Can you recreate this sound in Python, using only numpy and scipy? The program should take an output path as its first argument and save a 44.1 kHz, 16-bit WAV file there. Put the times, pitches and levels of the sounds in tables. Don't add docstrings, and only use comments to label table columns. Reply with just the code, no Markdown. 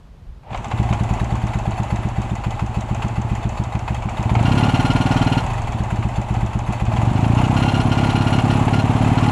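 import sys
import numpy as np
from scipy import signal
from scipy.fft import rfft, irfft, next_fast_len
from scipy.io import wavfile
from scipy.ndimage import uniform_filter1d

SR = 44100
rng = np.random.default_rng(int(sys.argv[2]) if len(sys.argv) > 2 else 0)


def wav_record(signal):
    frames = np.transpose(np.atleast_2d(signal))
    bounded = np.clip(frames, -1, 1)
    quanta = np.round(bounded * 32767).astype(np.int16)
    wavfile.write(sys.argv[1], SR, quanta)


def nominal_scale(level):
    x = np.asarray(level, float) / 20
    return 10 ** x


N = 410571


# time in seconds, turns made so far.
CRANK_TURNS = [(0.5201, 0), (0.6718, 2), (1.0607, 9), (2.1848, 28), (2.3902, 31), (2.5476, 33), (3.601, 48),
               (4.3681, 59), (4.5446, 64), (5.3718, 95), (5.5994, 102), (6.3103, 114), (6.5573, 118),
               (6.884, 123), (7.1166, 128), (7.7688, 148), (9.0927, 194), (9.3094, 202)]
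FIRING_SPELLS = [(4, 18, .56, .4), (20, 56, .42, .34), (58, 64, .64, .6), (66, 68, .42, .46),
                 (106, 124, .41, .39), (126, 134, .54, .62), (136, 202, .53, .49), (3, 3, .3, .3),
                 (25, 25, .25, .25), (43, 43, .25, .25), (57, 61, .41, .73), (63, 95, .65, .55),
                 (105, 105, .29, .29), (109, 109, .38, .38), (115, 115, .35, .35), (123, 131, .43, .68),
                 (133, 149, .62, .56), (151, 201, .59, .64)]
WEAK_TURNS = [146, 154, 160, 164, 166, 178, 180, 184, 186, 188, 190, 198, 202]
MISSED_TURNS = [150, 170, 196]


def turns():
    seconds, count = np.transpose(CRANK_TURNS)
    turn = np.arange(count[-1] + 1)
    at = smooth(count, seconds, turn)
    gap = np.gradient(at)
    throttle = np.clip((.05 - gap) / .022, 0, 1)
    burn = np.zeros(len(turn))
    for first, last, start, end in FIRING_SPELLS:
        burn[first:last + 1:2] = np.linspace(start, end, (last - first) // 2 + 1)
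    burn[WEAK_TURNS] *= 0.51
    burn[MISSED_TURNS] = 0

    previous = np.roll(burn, 1)
    suck = 0.075 + 0.27 * np.maximum(previous - 0.22, 0) * (1 - throttle) * (turn > 0)
    suck = suck + 0.068 * (previous == 0) * (turn > FIRING_SPELLS[0][0])
    return at, gap, np.where(burn > 0, burn, -suck), throttle


# pitch in Hz, share of the blast, time to fade by 60 dB in seconds.
PIPE_A_SHUT = [(65.0, 0.323, 0.179), (116.1, 0.474, 0.223), (164.9, 0.24, 0.067), (199.2, 0.656, 0.081),
               (216.0, -1.0, 0.04), (247.1, 0.394, 0.031)]
PIPE_B_SHUT = [(62.8, 0.056, 0.3), (89.5, 0.161, 0.282), (113.4, 0.737, 0.172), (188.0, 0.222, 0.051),
               (226.4, 0.126, 0.3), (178.9, -0.211, 0.02)]
PIPE_A_OPEN = [(64, .133, .15), (134, .453, .047), (203, .22, .02), (233, .17, .12), (326, .08, .02)]
PIPE_B_OPEN = [(111, .764, .078), (200, -.11, .12), (202, .25, .02), (230, -.12, .12), (264, .3, .055)]
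PIPE_B_ALONE = [(113.5, .73, .087), (189, .31, .02), (214, -.4, .07), (263, .43, .05)]
# pitch in Hz, level in dB, time to fade by 60 dB in seconds.
CHAMBERS_SHUT = [(251, -16, 0.062), (310.3, -15.5, 0.11), (361.5, -16, 0.089)]
CHAMBERS_OPEN = [(293, -11, 0.039), (342.5, -17.5, 0.098), (423, -19, 0.081)]


def exhaust():
    at, gap, burn, throttle = turns()
    t = np.arange(-SR // 100, SR // 5) / SR
    opening = 1 / (1 + np.exp(-(t + .003) / .001))

    def ring(modes):
        return opening * sum(share * nominal_scale(-60 * t / t60) * np.cos(2 * np.pi * hz * t)
                             for hz, share, t60 in modes)

    def ring_chambers(chambers):
        return ring([(hz, nominal_scale(db), t60) for hz, db, t60 in chambers])

    shut = [ring(PIPE_A_SHUT), ring(PIPE_B_SHUT)]
    wide = [ring(PIPE_A_OPEN), ring(PIPE_B_OPEN)]
    alone = ring(PIPE_B_ALONE)
    chambers_shut, chambers_open = ring_chambers(CHAMBERS_SHUT), ring_chambers(CHAMBERS_OPEN)
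    late = np.clip(t / .008, 0, 1)

    burn = np.where(burn < 0, np.minimum(1.25 * burn, -.09), burn)
    burn = burn * (1 + .05 * rng.standard_normal(len(burn)))
    at = at - (burn < 0) * .15 * np.maximum(gap - .045, 0)

    out = np.zeros(N + SR)
    for k, (s, blast, is_open) in enumerate(zip(at, burn, throttle)):
        cylinder = k % 2
        hot = alone if cylinder and burn[k - 1] < 0 else wide[cylinder]
        wave = (1 - is_open) * shut[cylinder] + is_open * hot
        if blast < 0:
            wave = shut[1]
        chambers = (1 - is_open) * chambers_shut + is_open * chambers_open
        out[round((s + t[0]) * SR):][:len(t)] += blast * (wave + late * chambers)
    return out[:N]


# pitch in Hz, width in Hz, level in dB.
RINGING_METAL = [(1690, 25, -4), (2060, 40, -27), (2777, 12, 19), (2880, 20, 16.5), (3122, 45, 11.5),
                 (4153, 84, 8), (4680, 48, -3), (5180, 52, -1.5), (5030, 61, -8), (6860, 53, -19),
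                 (9400, 80, -9), (10490, 130, -39)]
# multiple of its pitch, level in dB.
SHIELD_OVERTONES = [
    (1, -0.5),
    (2, -58),
    (3, -16.5),
    (4, -19),
    (5, -42),
]
# start in seconds, end in seconds, level in dB.
SHIELD_SHAKES = [
    (4.33, 4.533, -24.5),
    (6.96, 7.303, -33),
    (4.555, 5.422, -25),
    (7.36, 7.48, -29),
    (7.56, 7.859, -25),
    (7.896, 8.446, -25.5),
    (8.48, 8.561, -26.5),
    (8.73, 8.822, -25.5),
    (8.88, 9.112, -37),
    (9.16, 9.293, -29.5),
]


def rasp():
    at, gap, burn, throttle = turns()
    edge_s = 0.018
    shake = sum(nominal_scale(db) * ramp(start, edge_s) * (1 - ramp(end, edge_s)) for start, end, db in SHIELD_SHAKES)
    buzzing = shake + nominal_scale(-59.5)
    ringing = nominal_scale(-4) * shake + nominal_scale(-43.5)
    pipe_share = np.where(np.arange(len(at)) % 2, 1, .35)
    size = throttle * np.maximum(burn, 0) * pipe_share
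    blasts = bursts(at, size * nominal_scale(rng.standard_normal(len(at))), 0.097, 0.01)

    pitch_hz = 1415 + 22 * noise(lambda hz: hz < 90)
    phase = 2 * np.pi * np.cumsum(pitch_hz) / SR
    buzz = sum(nominal_scale(db) * np.sin(k * phase) for k, db in SHIELD_OVERTONES)
    hiss = noise(colour([(900, -18), (2800, 3), (4300, -14.5), (7000, -19.0), (11000, -29.5), (14500, -39)]))
    metal = noise(resonances(RINGING_METAL)) + 1.12 * hiss
    return blasts * (nominal_scale(13.5) * buzzing * buzz + nominal_scale(10.0) * ringing * metal)


# share of the cycle after A's blast, level in dB, time to fade by 60 dB in seconds.
VALVE_KNOCKS = [
    (.23, -3, 0.13),
    (.64, -18, 0.083),
    (.79, 1.5, 0.074),
    (.87, -3, 0.033),
    (.985, 3, 0.014),
]


def gear():
    t = np.arange(N) / SR
    grip_s = 0.49
    whirr_db = effort("whirr", idle_db=-32.5, doubling_db=5.17, kick_db=0.67)
    whirr_db = whirr_db - 194 * np.maximum(grip_s - t, 0)
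    knock_db = effort("knock", idle_db=-40, doubling_db=2.64, kick_db=8)
    slip = slipping_lever(whirr_db, grip_s)

    wander_db = 1.6 * noise(lambda hz: (hz > 1) & (hz < 6))
    knock_db = knock_db + wander_db
    whirr_db = whirr_db + 0.35 * wander_db
    knocks = at_angles(VALVE_KNOCKS, scatter_db=2.2, rise=0.0038, advance=0.12)

    running = np.clip((t - .42) / 0.09, 0, 1)
    turning = np.clip((t - .49) / 0.03, 0, 1)
    engine = whirr(whirr_db, knocks) + valve_knocks(knock_db, knocks) + tappets()
    engine = engine + churning_gas(whirr_db) + throb(whirr_db) + breather()
    return running * slip + turning * engine


def slipping_lever(whirr_db, grip_s):
    grind = noise(resonances([(790, 380, 0.5), (2500, 1400, -25)]))
    return nominal_scale(whirr_db + 5.5) * (1 - ramp(grip_s, 0.09)) * grind


# pitch in Hz, level in dB per Hz.
CASE_TONE = [(210, -27), (350, -7.5), (487, -7), (816, 5), (1480, -12), (1960, -15), (2600, -13.5),
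             (4440, -28.5), (4950, -33), (7330, -26.5), (9130, -36.5), (13300, -52), (14800, -69)]


def whirr(whirr_db, knocks):
    return nominal_scale(whirr_db - 2.0) * (1.027 + 0.22 * knocks) * noise(colour(CASE_TONE))


# pitch in Hz, level in dB per Hz.
KNOCK_TONE = [(290, -11), (500, -6), (799, 6.5), (1470, -6), (1950, -15), (2160, -4), (2630, -7.5),
              (4450, -23.5), (4840, -26), (7620, -57), (14800, -79)]
# pitch in Hz, width in Hz, level in dB.
RINGING_FINS = [(2018, 34, 4), (2600, 150, -3.5), (4478, 110, -10), (5160, 120, -19.5), (5770, 27, -25),
                (6360, 58, -11), (6850, 54, -11), (7160, 34, -9.5), (7470, 75, -12.5), (9200, 150, -31),
                (9850, 110, -31.5), (10050, 630, -25.5), (11670, 110, -29.5), (13100, 260, -31)]


def valve_knocks(knock_db, knocks):
    dull = nominal_scale(knock_db - 5.0) * knocks * noise(colour(KNOCK_TONE))
    fins = nominal_scale(knock_db - 7.5) * (0.32 + 0.64 * knocks) * noise(resonances(RINGING_FINS))
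    pings = nominal_scale(knock_db - 10.5) * (0.73 + 0.9 * knocks) * clatter(count=1800)
    return dull + fins + pings


def clatter(count):
    place, pitch, size = rng.random((count, 3)).T
    t = np.arange(SR // 40) / SR
    starts = (place * N).astype(int)
    pitches_hz = 1000 * 4 ** pitch
    levels_db = -3 * np.log(size + .05) - 5 * pitch
    out = np.zeros(N + SR)
    for i, hz, db in zip(starts, pitches_hz, levels_db):
        out[i:i + len(t)] += nominal_scale(db - 60 * t / 0.025) * np.sin(2 * np.pi * hz * t)
    return unit(out[:N])


# share of the cycle, level in dB, time to fade by 60 dB in seconds.
TAPPET_TICKS = [
    (.24, 27, 0.021),
    (.82, -18, 0.02),
]
# pitch in Hz, level in dB per Hz.
TICK_TONE = [(3000, -19), (5500, -5), (6500, 3), (7300, 3), (7900, -2.5), (9000, -15), (13000, -48)]


def tappets():
    tick_db = effort("tick", idle_db=-41.5, doubling_db=1.5, kick_db=12)
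    ticks = at_angles(TAPPET_TICKS, scatter_db=1.5, rise=0.0014, advance=0.12)
    return nominal_scale(tick_db - 15.5) * ticks * noise(colour(TICK_TONE))


# pitch in Hz, level in dB per Hz.
RUMBLE_TONE = [(15, -51), (35, -0.5), (100, -4.5), (150, -0.5), (240, -1.5), (350, -12.5), (500, -29),
               (700, -57)]


def churning_gas(whirr_db):
    rumble_db = effort("churn", idle_db=-6, doubling_db=-1.5, kick_db=-3)
    at = turns()[0]
    churn = unit(.15 + bursts(at, np.ones(len(at)), .2, .004))
    rumble = .8 * pumping() + .3 * noise(colour(RUMBLE_TONE))
    return nominal_scale(whirr_db + rumble_db + 1.5) * rumble * churn


def pumping():
    at = turns()[0]
    t = np.arange(0, N, 16) / SR
    cycles = uniform_filter1d(np.interp(t, at, np.arange(len(at)) / 2), 80)
    rate_hz = np.gradient(cycles, t)
    order = np.arange(2, 64)[:, None]
    order_db = 1.9 * rng.standard_normal(order.shape) - 2.1 * (order % 2) + 0.93 * (order == 2)
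    gain = colour(RUMBLE_TONE)(order * rate_hz) * np.sqrt(rate_hz) * nominal_scale(order_db)
    wave = np.sum(gain * np.sin(2 * np.pi * (order * cycles + rng.random(order.shape))), 0)
    wave /= np.sqrt(np.sum(gain ** 2, 0) / 2 + 1e-9)
    return signal.resample_poly(wave, 16, 1)[:N]


# share of the cycle, level in dB, time to fade by 60 dB in seconds.
CASE_BOOMS = [
    (.29, 0.5, 0.11),
    (.79, 1.5, 0.09),
]


def throb(whirr_db):
    booms = at_angles(CASE_BOOMS, scatter_db=2.2, rise=0.0013, advance=0.12)
    hollow = noise(resonances([(788, 57, 6.5), (977, 24, -14.5), (639, 55, 2.5)]))
    return nominal_scale(whirr_db - 11.5) * booms * hollow


# share of the cycle, level in dB, time to fade by 60 dB in seconds.
BREATHER_PUFFS = [
    (.21, 2, 0.1),
    (.74, 3, .12),
    (.86, -1, .1),
]


def breather():
    puff_db = effort("puff", idle_db=-73.5, doubling_db=11, kick_db=3)
    puffs = at_angles(BREATHER_PUFFS, scatter_db=4.5, rise=0.001, advance=0.042)
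    return nominal_scale(puff_db) * puffs * noise(resonances([(10470, 170, -16), (9850, 130, -22)]))


# time in seconds, peak in dB, bright part in dB over the peak.
LEVER_BLOWS = [
    (0.433, -48, -18),
    (0.506, -34.5, -40),
    (0.545, -21.5, -25),
    (0.574, -29, -9),
    (0.644, -28.5, -6.5),
    (0.682, -42, 3),
    (0.714, -19.5, -16),
    (0.927, -20, -15),
    (0.529, -27.5, -25),
]
# time in seconds, peak in dB, bright part in dB over the peak.
STRAY_KNOCKS = [(2.443, -24.5, -22), (3.751, -26.5, -16), (2.593, -25, -30), (2.883, -51, -17),
                (3.02, -23.5, -33), (3.878, -22, -38), (4.022, -26.5, -14), (4.087, -25.5, -37),
                (4.294, -23, -32), (4.352, -15.5, -18), (4.39, -22, -27), (5.67, -60, -14),
                (6.026, -24.5, -41), (6.153, -39, -28), (6.348, -26, -31), (6.593, -41, -26),
                (6.864, -25.5, -22), (6.969, -23, -20), (7.243, -23, -27), (7.954, -37, -19),
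                (8.185, -33, -27), (8.386, -25, -8), (8.68, -18, -26), (9.153, -35, -21), (9.184, -20, -27),
                (9.218, -30, -21)]


def blows():
    seconds, db, bright_db = np.transpose(LEVER_BLOWS + STRAY_KNOCKS)
    dull = bursts(seconds, nominal_scale(db), 0.072, 0.00028) * noise(colour(KNOCK_TONE))
    bright = bursts(seconds, nominal_scale(db + bright_db), 0.029, 0.0011) * noise(colour(TICK_TONE))
    return dull + nominal_scale(-0.5) * bright


# time in seconds, level in dB.
WIND_GUSTS = [
    (0.0, -66),
    (.23, -41),
    (.3, -37.5),
    (.36, -46),
]
# pitch in Hz, level in dB per Hz.
WIND_TONE = [(12, -24), (22, -3), (50, 2.5), (120, -11), (400, -84)]
# pitch in Hz, level in dB per Hz.
STREET_TONE = [(12, -23), (20, -13.5), (50, -16), (139, -5), (318, -22.5), (408, -21.5), (1100, -27),
               (1720, -33.5), (3940, -39.5), (12600, -56), (14800, -58)]


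def street():
    t = np.arange(N) / SR
    gust_s = 0.031
    air = nominal_scale(-50 + 6.0) + sum(nominal_scale(db + 1.5) * np.exp(-((t - s) / gust_s) ** 2) for s, db in WIND_GUSTS)
    road = nominal_scale(effort("road", idle_db=-33, doubling_db=2.5, kick_db=1.7)) * ramp(0.5, 0.07)
    return (air + road) * noise(colour(WIND_TONE)) + nominal_scale(-48.0) * noise(colour(STREET_TONE))


LOAD_ANSWER = {"whirr": 3, "knock": -1.5, "tick": -8, "churn": 3, "puff": 8.5, "road": -26}


def effort(part, idle_db, doubling_db, kick_db):
    at, gap, burn = turns()[:3]
    load = uniform_filter1d(np.maximum(burn, 0), 5)
    doublings = np.log2(1 / (gap * 14))
    per_turn = idle_db + doubling_db * doublings + LOAD_ANSWER[part] * (load - .2)
    return np.interp(np.arange(N) / SR, at, per_turn) - kick_db * (1 - ramp(0.74, .04))


def at_angles(table, scatter_db, rise, advance):
    at, gap, burn, throttle = turns()
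    cycle = np.arange(len(at) // 2)
    shortening = (gap[2 * cycle] / .07) ** 0.73
    env = 0
    for share, db, t60 in table:
        angle = 2 * (cycle + share - advance * throttle[2 * cycle])
        when = np.interp(angle, np.arange(len(at)), at)
        size = nominal_scale(db + scatter_db * np.clip(rng.standard_normal(len(cycle)), -1.6, 1.6))
        env = env + bursts(when, size, t60 * shortening, rise)
    return unit(env)


def bursts(times, gains, t60s, rise):
    env = np.zeros(N + SR)
    t = np.arange(SR // 8) / SR
    for s, gain, t60 in zip(times, gains, np.broadcast_to(t60s, len(times))):
        env[int(s * SR):][:len(t)] += gain * nominal_scale(-60 * t / t60) * (1 - np.exp(-t / rise))
    return env[:N]


def noise(response):
    m = next_fast_len(N)
    spectrum = rfft(rng.standard_normal(m)) * response(np.fft.rfftfreq(m, 1 / SR))
    return unit(irfft(spectrum, m)[:N])


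def colour(points):
    f, db = np.transpose(points)
    return lambda hz: nominal_scale(np.interp(np.log(hz + 1), np.log(f), db))


def resonances(modes):
    return lambda hz: sum(nominal_scale(db) / (1 + (2 * (hz - centre) / width) ** 2) for centre, width, db in modes)


def unit(x):
    return x / np.sqrt(np.mean(x ** 2) + 1e-20)


def ramp(s, length):
    return np.clip((np.arange(N) / SR - s) / length + .5, 0, 1)


def smooth(x, y, at):
    def basis(u):
        return np.c_[np.abs(u[:, None] - x) ** 3, np.ones(len(u)), u]

    ends = np.c_[[np.ones(len(x)), x], np.zeros((2, 2))]
    return basis(at) @ np.linalg.solve(np.r_[basis(x), ends], np.r_[y, 0, 0])


def scene():
    return (exhaust() + gear() + rasp() + blows() + street())[None]


def low_pass(x):
    return signal.sosfilt(signal.butter(12, 15000, fs=SR, output="sos"), x)


def record(dry):
    x = signal.sosfiltfilt(signal.butter(2, 22, "high", fs=SR, output="sos"), dry)
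    x = signal.sosfilt(signal.butter(8, 14800, fs=SR, output="sos"), x)
    x = x / (1 + np.abs(x / .95) ** 5) ** (1 / 5)
    return low_pass(x)


dry = scene()
out = record(dry)
wav_record(out)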